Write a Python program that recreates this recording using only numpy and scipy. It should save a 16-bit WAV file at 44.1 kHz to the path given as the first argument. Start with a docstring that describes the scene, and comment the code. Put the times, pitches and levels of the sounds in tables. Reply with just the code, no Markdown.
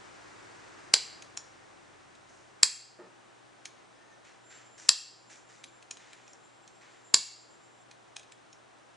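"""A piezo snap switch on a demonstration board, straight ahead in a quiet lab, snaps four times under a finger.
Each snap is a set of decaying bar modes, a noise crack and a board thud; between snaps the lever ticks
(struck modes), the fingertip rubs (shaped noise) and the bench is knocked softly. The lab echoes all but the rubs.
Around it: ventilation and a broad air noise that sinks, a small motor coasting down (sinking sines), mains hum,
thin electronic whines and faint whistles (sines). Gain control and a limiter hold down the peaks."""
import sys
import numpy as np
from scipy import signal
from scipy.fft import rfft, irfft, next_fast_len
from scipy.io import wavfile
from scipy.ndimage import uniform_filter1d, minimum_filter1d

SR = 44100
rng = np.random.default_rng(int(sys.argv[2]) if len(sys.argv) > 2 else 0)


def unload_audio(sound):
    """Save the sound as a 16-bit wav file, at the path given as the first command line argument."""
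    columns = np.transpose(np.atleast_2d(sound))
    # keep every value between -1 and 1, then stretch to whole-number steps
    steps = np.round(np.clip(columns, -1, 1) * 32767)
    wavfile.write(sys.argv[1], SR, steps.astype(np.int16))


N = 395395
TIME = np.arange(N) / SR


def from_db(db):
    """Decibels to amplitude gain."""
    return np.exp(np.asarray(db) * np.log(10) / 20)


def rms_one(x):
    """Scale a sound to rms 1."""
    return x / np.sqrt(np.mean(x ** 2) + 1e-20)


def at_hz(points, hz):
    """Read a curve of (f/Hz, value) on a log-frequency axis."""
    f, value = np.transpose(points)
    return np.interp(np.log(hz + 1), np.log(f), value)


def add(track, s, sound):
    """Mix a sound into a track at time s."""
    start = int(s * SR)
    track[..., start:start + sound.shape[-1]] += sound[..., :N - start]


def low_cut(x, hz):
    """Small things radiate little bass."""
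    return signal.sosfilt(signal.butter(2, hz, "high", fs=SR, output="sos"), x)


def flutter(length, size):
    """Chance that changes about every size samples; rms 1."""
    return rms_one(uniform_filter1d(rng.standard_normal(length), size=size))


def tone(hz, waver_hz):
    """A sine of rms 1 whose pitch wavers at random."""
    wavering_hz = hz + waver_hz * flutter(N, size=500)
    return np.sqrt(2) * np.sin(2 * np.pi * np.cumsum(wavering_hz) / SR)


def diffuse(spectrum, likeness, size=N):
    """Stereo noise from all around: a shared and an opposed part set how alike left and right are."""
    padded = next_fast_len(size)
    hz = np.arange(padded // 2 + 1) * SR / padded
    mid, side = rfft(rng.standard_normal((2, padded)))
    alike = np.clip(at_hz(likeness, hz), -.99, .99)
    shared = np.sqrt((1 + alike) / 2) * mid
    opposed = np.sqrt((1 - alike) / 2) * side * [[1], [-1]]
    return irfft((shared + opposed) * from_db(at_hz(spectrum, hz)), padded)[:, :size]


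def ring(hz, db, t60, late=0, size=4096):
    """One struck mode: a sine that dies away by 60 dB in t60 seconds."""
    t = np.maximum(TIME[:size] - late, 0)
    return from_db(db - 60 * t / t60) * np.sin(2 * np.pi * hz * t)


def struck(modes, vary_db, detune):
    """A blow on a body; the contact point shifts strength and pitch of each mode. Peak 1."""
    sound = 0
    for k, (hz, db, t60) in enumerate(modes):
        strength, pitch = rng.standard_normal(2)
        sound = sound + (-1) ** k * ring(hz * (1 + detune * pitch), db + vary_db * strength, t60)
    return sound / np.abs(sound).max()


# left-right likeness of the air noise at the two channels: f/Hz, likeness [-1..1]
AIR_LIKENESS = [(60, -0.19), (130, -0.28), (270, -0.55), (560, -0.19), (1190, 0.1), (2510, 0.34),
                (5290, 0.94), (11200, -0.56)]
# colour of the ventilation noise: f/Hz, relative level/dB
VENT_COLOUR = [(18, -43.5), (30, -16.5), (91, -13), (114, -5.5), (222, -4), (338, 2), (443, -2), (782, -1),
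               (1520, -5.5), (2050, -10), (3900, -15.5), (4520, -19), (7410, -19), (9250, -23),
               (11000, -45), (14300, -62), (22000, -120)]


def ventilation(level_db=-57.5):
    """Turbulent air all around the lab: steady coloured noise."""
    return from_db(level_db) * rms_one(diffuse(VENT_COLOUR, AIR_LIKENESS))


# colour of the sinking air noise: f/Hz, relative level/dB
SINKING_COLOUR = [(18, -50.5), (30, -22.5), (108, -5.5), (187, -6), (346, 4), (443, -1.5), (1720, -2),
                  (3360, -14.5), (7230, -15), (9250, -21.5), (11000, -54.5), (14300, -83), (22000, -120)]


def sinking_air(level_db=-52, hold_s=.85, halving_s=0.79):
    """A broad air noise that holds, then sinks, to half its amplitude after a further halving_s."""
    level = from_db(level_db) / (1 + np.maximum(TIME - hold_s, 0) / halving_s)
    return level * rms_one(diffuse(SINKING_COLOUR, AIR_LIKENESS))


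# the motor's orders: multiple of the turning rate, level/dB
ORDERS = [(1, -8.5), (2, 0), (3, -4), (4, -6)]


def motor(turns_per_s=55.7, coast_s=9.8, level_db=-70.5, fall_db_per_s=3, stop_s=2.7, release_s=.25):
    """Friction slows the motor to 1/e of its rate in coast_s; its orders sink and fade."""
    turns = turns_per_s * np.exp(-TIME / coast_s)
    gate = np.clip((stop_s - TIME) / release_s, 0, 1)   # the orders are silent from stop_s on
    level = from_db(level_db - fall_db_per_s * TIME) * gate
    return level * sum(from_db(order_db) * tone(k * turns, waver_hz=1.5) for k, order_db in ORDERS)


# hum and two higher lines that last throughout: f/Hz, level/dB
HUM_LINES = [(119.6, -75.5), (780, -76.5), (9080, -85.5)]


def mains_hum():
    """Mains hum leaks in as sines of steady level with a slight pitch waver."""
    return sum(from_db(db) * tone(hz, waver_hz=0.59) for hz, db in HUM_LINES)


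# colour of the crack of hard contacts: f/Hz, level/dB
CRACK_COLOUR = [(100, -20.5), (400, -9), (1100, -4), (3000, -1.5), (4400, -4), (6000, 1), (7600, 3),
                (9000, -6.5), (10500, -4)]
# its left-right likeness, held within +-0.99 when played: f/Hz, likeness
CRACK_WIDTH = [(200, -0.51), (1100, -0.67), (2000, 0.7), (6400, .85), (8000, 0), (10000, -1.2)]


def crack(t60, size=4096):
    """The many damped high modes of a hard contact: a burst of noise."""
    burst = rms_one(diffuse(CRACK_COLOUR, CRACK_WIDTH, size=size))
    return burst * from_db(-60 * TIME[:size] / t60)


# the switch snaps over: t/s, level/dB, brightness [dB per octave], board thud level/dB, thud f/Hz
SNAP_EVENTS = [(0.9383, 1.5, -5, -23, 680), (2.6313, 4, 4, -24, 336), (4.8901, 4.5, 1, -29.5, 520),
               (7.1423, 3.5, 2, -20.5, 316)]
# modes of the piezo bar and its housing: f/Hz, level/dB, t60/s, start after the snap t/s
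BAR_MODES = [(487, -31.5, 0.017, 0.0013), (1010, -39, .023, 0), (1840, -26.5, .016, 0.00068),
             (2339, -23.5, 0.0031, 0.0013), (3310, -18, .009, 0.0058), (3970, -9.5, 0.018, 0.0019),
             (4677, 0, .0055, 0.0018), (5103, -4, 0.011, 0), (6460, -22, .007, .0004),
             (7435, -2, 0.0099, .0011), (7900, -13, .007, 0.000096), (8850, -20, .005, .0004),
             (9800, -20, 0.012, 0.0011)]


def snaps(pivot_hz=4500, crack_db=-10.5, crack_t60=0.025, thud_t60=0.01, slip_db=-31, slip_lead=0.0032, cut_hz=750):
    """The latch slips a little, then lets go: the bar cracks and rings, and the board thuds."""
    out = np.zeros((2, N))
    for s, level_db, tilt, thud_db, thud_hz in SNAP_EVENTS:
        bar = sum(ring(hz, db + tilt * np.log2(hz / pivot_hz), t60, late) for hz, db, t60, late in BAR_MODES)
        snap = from_db(level_db) * low_cut(bar + from_db(crack_db) * crack(crack_t60), cut_hz)
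        slip = from_db(level_db + slip_db) * crack(2 * crack_t60)
        add(out, s - slip_lead, slip)
        add(out, s, snap + ring(thud_hz, thud_db, thud_t60))
    return out


# left-right likeness of the room and the rubs: f/Hz, likeness [-1..1]
ROOM_WIDTH = [(60, 0.095), (140, 0.61), (340, 0.59), (820, 1), (1950, 0.85), (6500, .98), (8300, -.1),
              (11200, -0.3)]
# near reflections from board and bench: f/Hz, level/dB
NEAR_COLOUR = [(300, -14.5), (1000, -5.5), (2500, -12), (4500, -8), (7500, -8), (10000, -8.5)]
# the room's tail: f/Hz, level/dB
TAIL_COLOUR = [(300, -10.5), (1000, -13.5), (2500, -13), (4500, -14), (7500, -15), (10000, -12.5)]
# decay of the tail by band: f/Hz, t60/s
TAIL_DECAY = [(500, 0.24), (1800, 0.47), (4800, 0.5415), (7500, .45), (10000, .35)]


def lab(x, near_t60=0.14, near_delay=0.004, tail_delay=0.011, size=32768):
    """Dense reflections from board and bench, then the room's tail, each band dying at its own rate."""
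    t = TIME[:size]
    fade = (t > near_delay) * from_db(-60 * t / near_t60)
    response = diffuse(NEAR_COLOUR, ROOM_WIDTH, size=size) * fade / np.linalg.norm(fade)
    tail = rfft(diffuse(TAIL_COLOUR, ROOM_WIDTH, size=size))
    hz = np.arange(size // 2 + 1) * SR / size
    centres = [f for f, _ in TAIL_DECAY]
    for (_, t60), band in zip(TAIL_DECAY, np.eye(len(TAIL_DECAY))):
        weight = at_hz(list(zip(centres, band)), hz)   # overlapping bands that sum to one
        fade = np.clip(t / tail_delay - 1, 0, 1) * from_db(-60 * t / t60)
        response = response + irfft(tail * weight) * fade / np.linalg.norm(fade)
    return signal.oaconvolve(x[None], response, axes=1)[:, :N]


# light touches of the lever: t/s, frame level/dB, return spring level/dB
TICK_EVENTS = [(1.2231, -33, -41), (1.3737, -26.5, -22), (2.1526, -45.5, -61), (3.6554, -27.5, -30),
               (5.6405, -30, -40.5), (5.8264, -40, -50), (5.9109, -28.5, -23.5), (5.971, -37.5, -45),
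               (6.1322, -37.5, -56), (6.2788, -46, -43.5), (6.3332, -53, -40.5), (6.6773, -44, -42.5),
               (7.913, -38, -44.5), (8.166, -27, -30.5), (8.196, -40.5, -49), (8.232, -45.5, -56.5),
               (8.3215, -37.5, -54.5), (8.5292, -45.5, -40.5)]
# modes of the plastic frame: f/Hz, level/dB, t60/s
FRAME_MODES = [(763, -19.5, 0.021), (1796.2, -9.5, 0.0084), (2484, -4, 0.015), (3244, -2, 0.0055),
               (4060, -4.5, 0.011745), (4930, -9.5, 0.01091), (7100, 6, 0.002196), (8320, -3.5, 0.003),
               (9790, -19, 0.026)]
# modes of the return spring: f/Hz, level/dB, t60/s
SPRING_MODES = [(5350, 0.5, 0.0093), (5800, 6, .005), (6550, 2.5, 0.0105), (7000, 8.5, .005)]


def ticks(graze_db=-13, bounce_db=-7, spacing=0.0034, crack_db=-9, crack_t60=0.0038):
    """The lever grazes, seats and bounces within a few milliseconds."""
    out = np.zeros((2, N))
    for s, frame_db, spring_db in TICK_EVENTS:
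        before, after = spacing * rng.uniform(.7, 1.3, 2)
        for offset, db in ((-before, graze_db), (0, 0), (after, bounce_db)):
            frame = struck(FRAME_MODES, vary_db=2.5, detune=.03) + from_db(crack_db) * crack(crack_t60)
            spring = struck(SPRING_MODES, vary_db=2, detune=.01)
            touch = from_db(frame_db) * frame + from_db(spring_db) * spring
            add(out, s + offset, from_db(db) * touch)
    return out


# fingertip rubs: t/s, level/dB, length t/s, share of hiss [0-1]
RUB_EVENTS = [(2.286, -66, 0.21, 0.96), (3.761, -64.5, 0.084, 0), (4.242, -58.5, 0.11, .25),
              (4.5, -56, 0.16, 0.19), (4.776, -53, 0.17, 0.71), (5.295, -53.5, 0.094, 0.63),
              (5.486, -58.5, 0.12, 0.46), (5.989, -60, 0.34, 0.24), (6.807, -60, 0.21, 0.13)]
# colour of the rub's body: f/Hz, relative level/dB
BODY_COLOUR = [(700, -26), (1400, -2), (2000, 0), (3000, -6.5), (4500, -9.5), (9000, -36)]
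# colour of the rub's hiss: f/Hz, relative level/dB
HISS_COLOUR = [(1500, -20), (4000, -11.5), (5600, 0), (7300, 0), (8500, -7), (11000, -26.5)]


def rubs(rise=0.0052, grain_db=1.5, size=16384):
    """Skin slides on plastic: a quick, grainy start that fades as the finger comes to rest."""
    out, t = np.zeros((2, N)), TIME[:size]
    for s, db, length, share in RUB_EVENTS:
        body = rms_one(diffuse(BODY_COLOUR, ROOM_WIDTH, size=size))
        hiss = rms_one(diffuse(HISS_COLOUR, ROOM_WIDTH, size=size))
        grain = from_db(db + grain_db * flutter(size, size=130))
        stroke = grain * np.minimum(t / rise, 1) * np.exp(-(t / length) ** 2)
        add(out, s, stroke * (np.sqrt(1 - share) * body + np.sqrt(share) * hiss))
    return out


# soft knocks on the bench: t/s, level/dB
KNOCK_EVENTS = [(2.988, -35), (3.045, -47)]
# modes of the bench: f/Hz, level/dB, t60/s
BENCH_MODES = [(186, -15, 0.081), (358, -13, 0.14), (484.98, -9.5, 0.031), (597.14, -10, 0.031),
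               (895, -10, 0.022), (1262.6, -10.5, 0.02), (1780, -7, 0.02), (2560, -10, 0.014)]


def knocks(soft_hz=800, cut_hz=230, drag_db=-28, drag_s=0.068, pad_s=0.0011):
    """Padded blows on the bench; each swells briefly, drags a little and keeps the wood sounding."""
    out, t = np.zeros(N), TIME[:4096]
    for s, db in KNOCK_EVENTS:
        drag = from_db(drag_db) * rng.standard_normal(len(t)) * np.exp(-t / drag_s)
        contact = (t == 0) + drag   # one impulse and the drag
        wood = struck(BENCH_MODES, vary_db=1, detune=.01)
        swell = t / (t + pad_s)
        add(out, s, from_db(db) * signal.fftconvolve(contact, wood)[:len(t)] * swell)
    softened = signal.sosfilt(signal.butter(1, soft_hz, fs=SR, output="sos"), out)
    return low_cut(softened, cut_hz)


# faint whistles that arch up and back: t/s, length t/s, end f/Hz, top f/Hz, level/dB
WHISTLE_EVENTS = [(3.92, 0.32, 4400, 6500, -78), (6.66, 0.36, 4200, 5900, -81),
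                  (3.93, 0.28, 1780, 1810, -70)]
# thin whines that come and go: t/s, length t/s, f/Hz, level/dB, swell [dB per s], pitch waver [Hz]
WHINE_EVENTS = [(4.382, 1.5, 7290, -65, -6.5, 38), (6.05, 0.52, 7150, -73, 0, 29.8),
                (6.118, 1.75, 7490, -74.5, 1.5, 22), (6.802, 1.06, 7080, -73.5, -2.5, 22)]


def whine(flicker_db=4, fade_s=.1):
    """Converters on the board sing thinly, each on its own unsteady pitch; a few whistles arch by."""
    out = np.zeros(N)
    for s, length, hz, db, swell, waver in WHINE_EVENTS:
        t = np.clip(TIME - s, 0, length)
        gate = np.clip(np.minimum(t, length - t) / fade_s, 0, 1)
        out += gate * from_db(db + swell * t) * tone(hz, waver_hz=waver)
    for s, length, end_hz, top_hz, db in WHISTLE_EVENTS:
        arch = np.sin(np.linspace(0, np.pi, int(length * SR), endpoint=False))
        phase = 2 * np.pi * np.cumsum(end_hz + (top_hz - end_hz) * arch) / SR
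        add(out, s, from_db(db) * np.sqrt(2 * arch) * np.sin(phase))
    return out * from_db(flicker_db * flutter(N, size=1500))


def scene(air_balance_db=0.48):
    """The switch straight ahead with the room around it; air and motor lean slightly left."""
    switch = snaps() + ticks() + knocks()
    behind = ventilation() + sinking_air() + motor()
    behind = behind * from_db([[air_balance_db], [-air_balance_db]])
    return switch + lab(switch.mean(axis=0)) + rubs() + whine() + behind


def record(dry, threshold_db=-1, release_db_per_s=18, attack=0.0026, ceiling=.9, size=17, cutoff_hz=10700):
    """Gain control ducks after loud peaks, a fast limiter flattens them, hum leaks in, the top is cut."""
    peak = np.abs(dry).max(axis=0) + 1e-9
    over = np.maximum(20 * np.log10(peak) - threshold_db, 0)
    # the overshoot in dB is held and released at a constant rate
    release = release_db_per_s * TIME
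    held = np.maximum.accumulate(over + release) - release
    r = np.exp(-1 / (attack * SR))
    duck = from_db(-signal.lfilter([1 - r], [1, -r], held))
    # the limiter holds the lowest gain of the neighbouring few samples, then smooths it
    lowest = minimum_filter1d(np.minimum(1, ceiling / (peak * duck)), size=size)
    limit = uniform_filter1d(lowest, size=size)
    top_cut = signal.ellip(8, .1, 50, cutoff_hz, fs=SR, output="sos")
    return signal.sosfiltfilt(top_cut, dry * duck * limit + mains_hum())


dry = scene()
out = record(dry)
unload_audio(out)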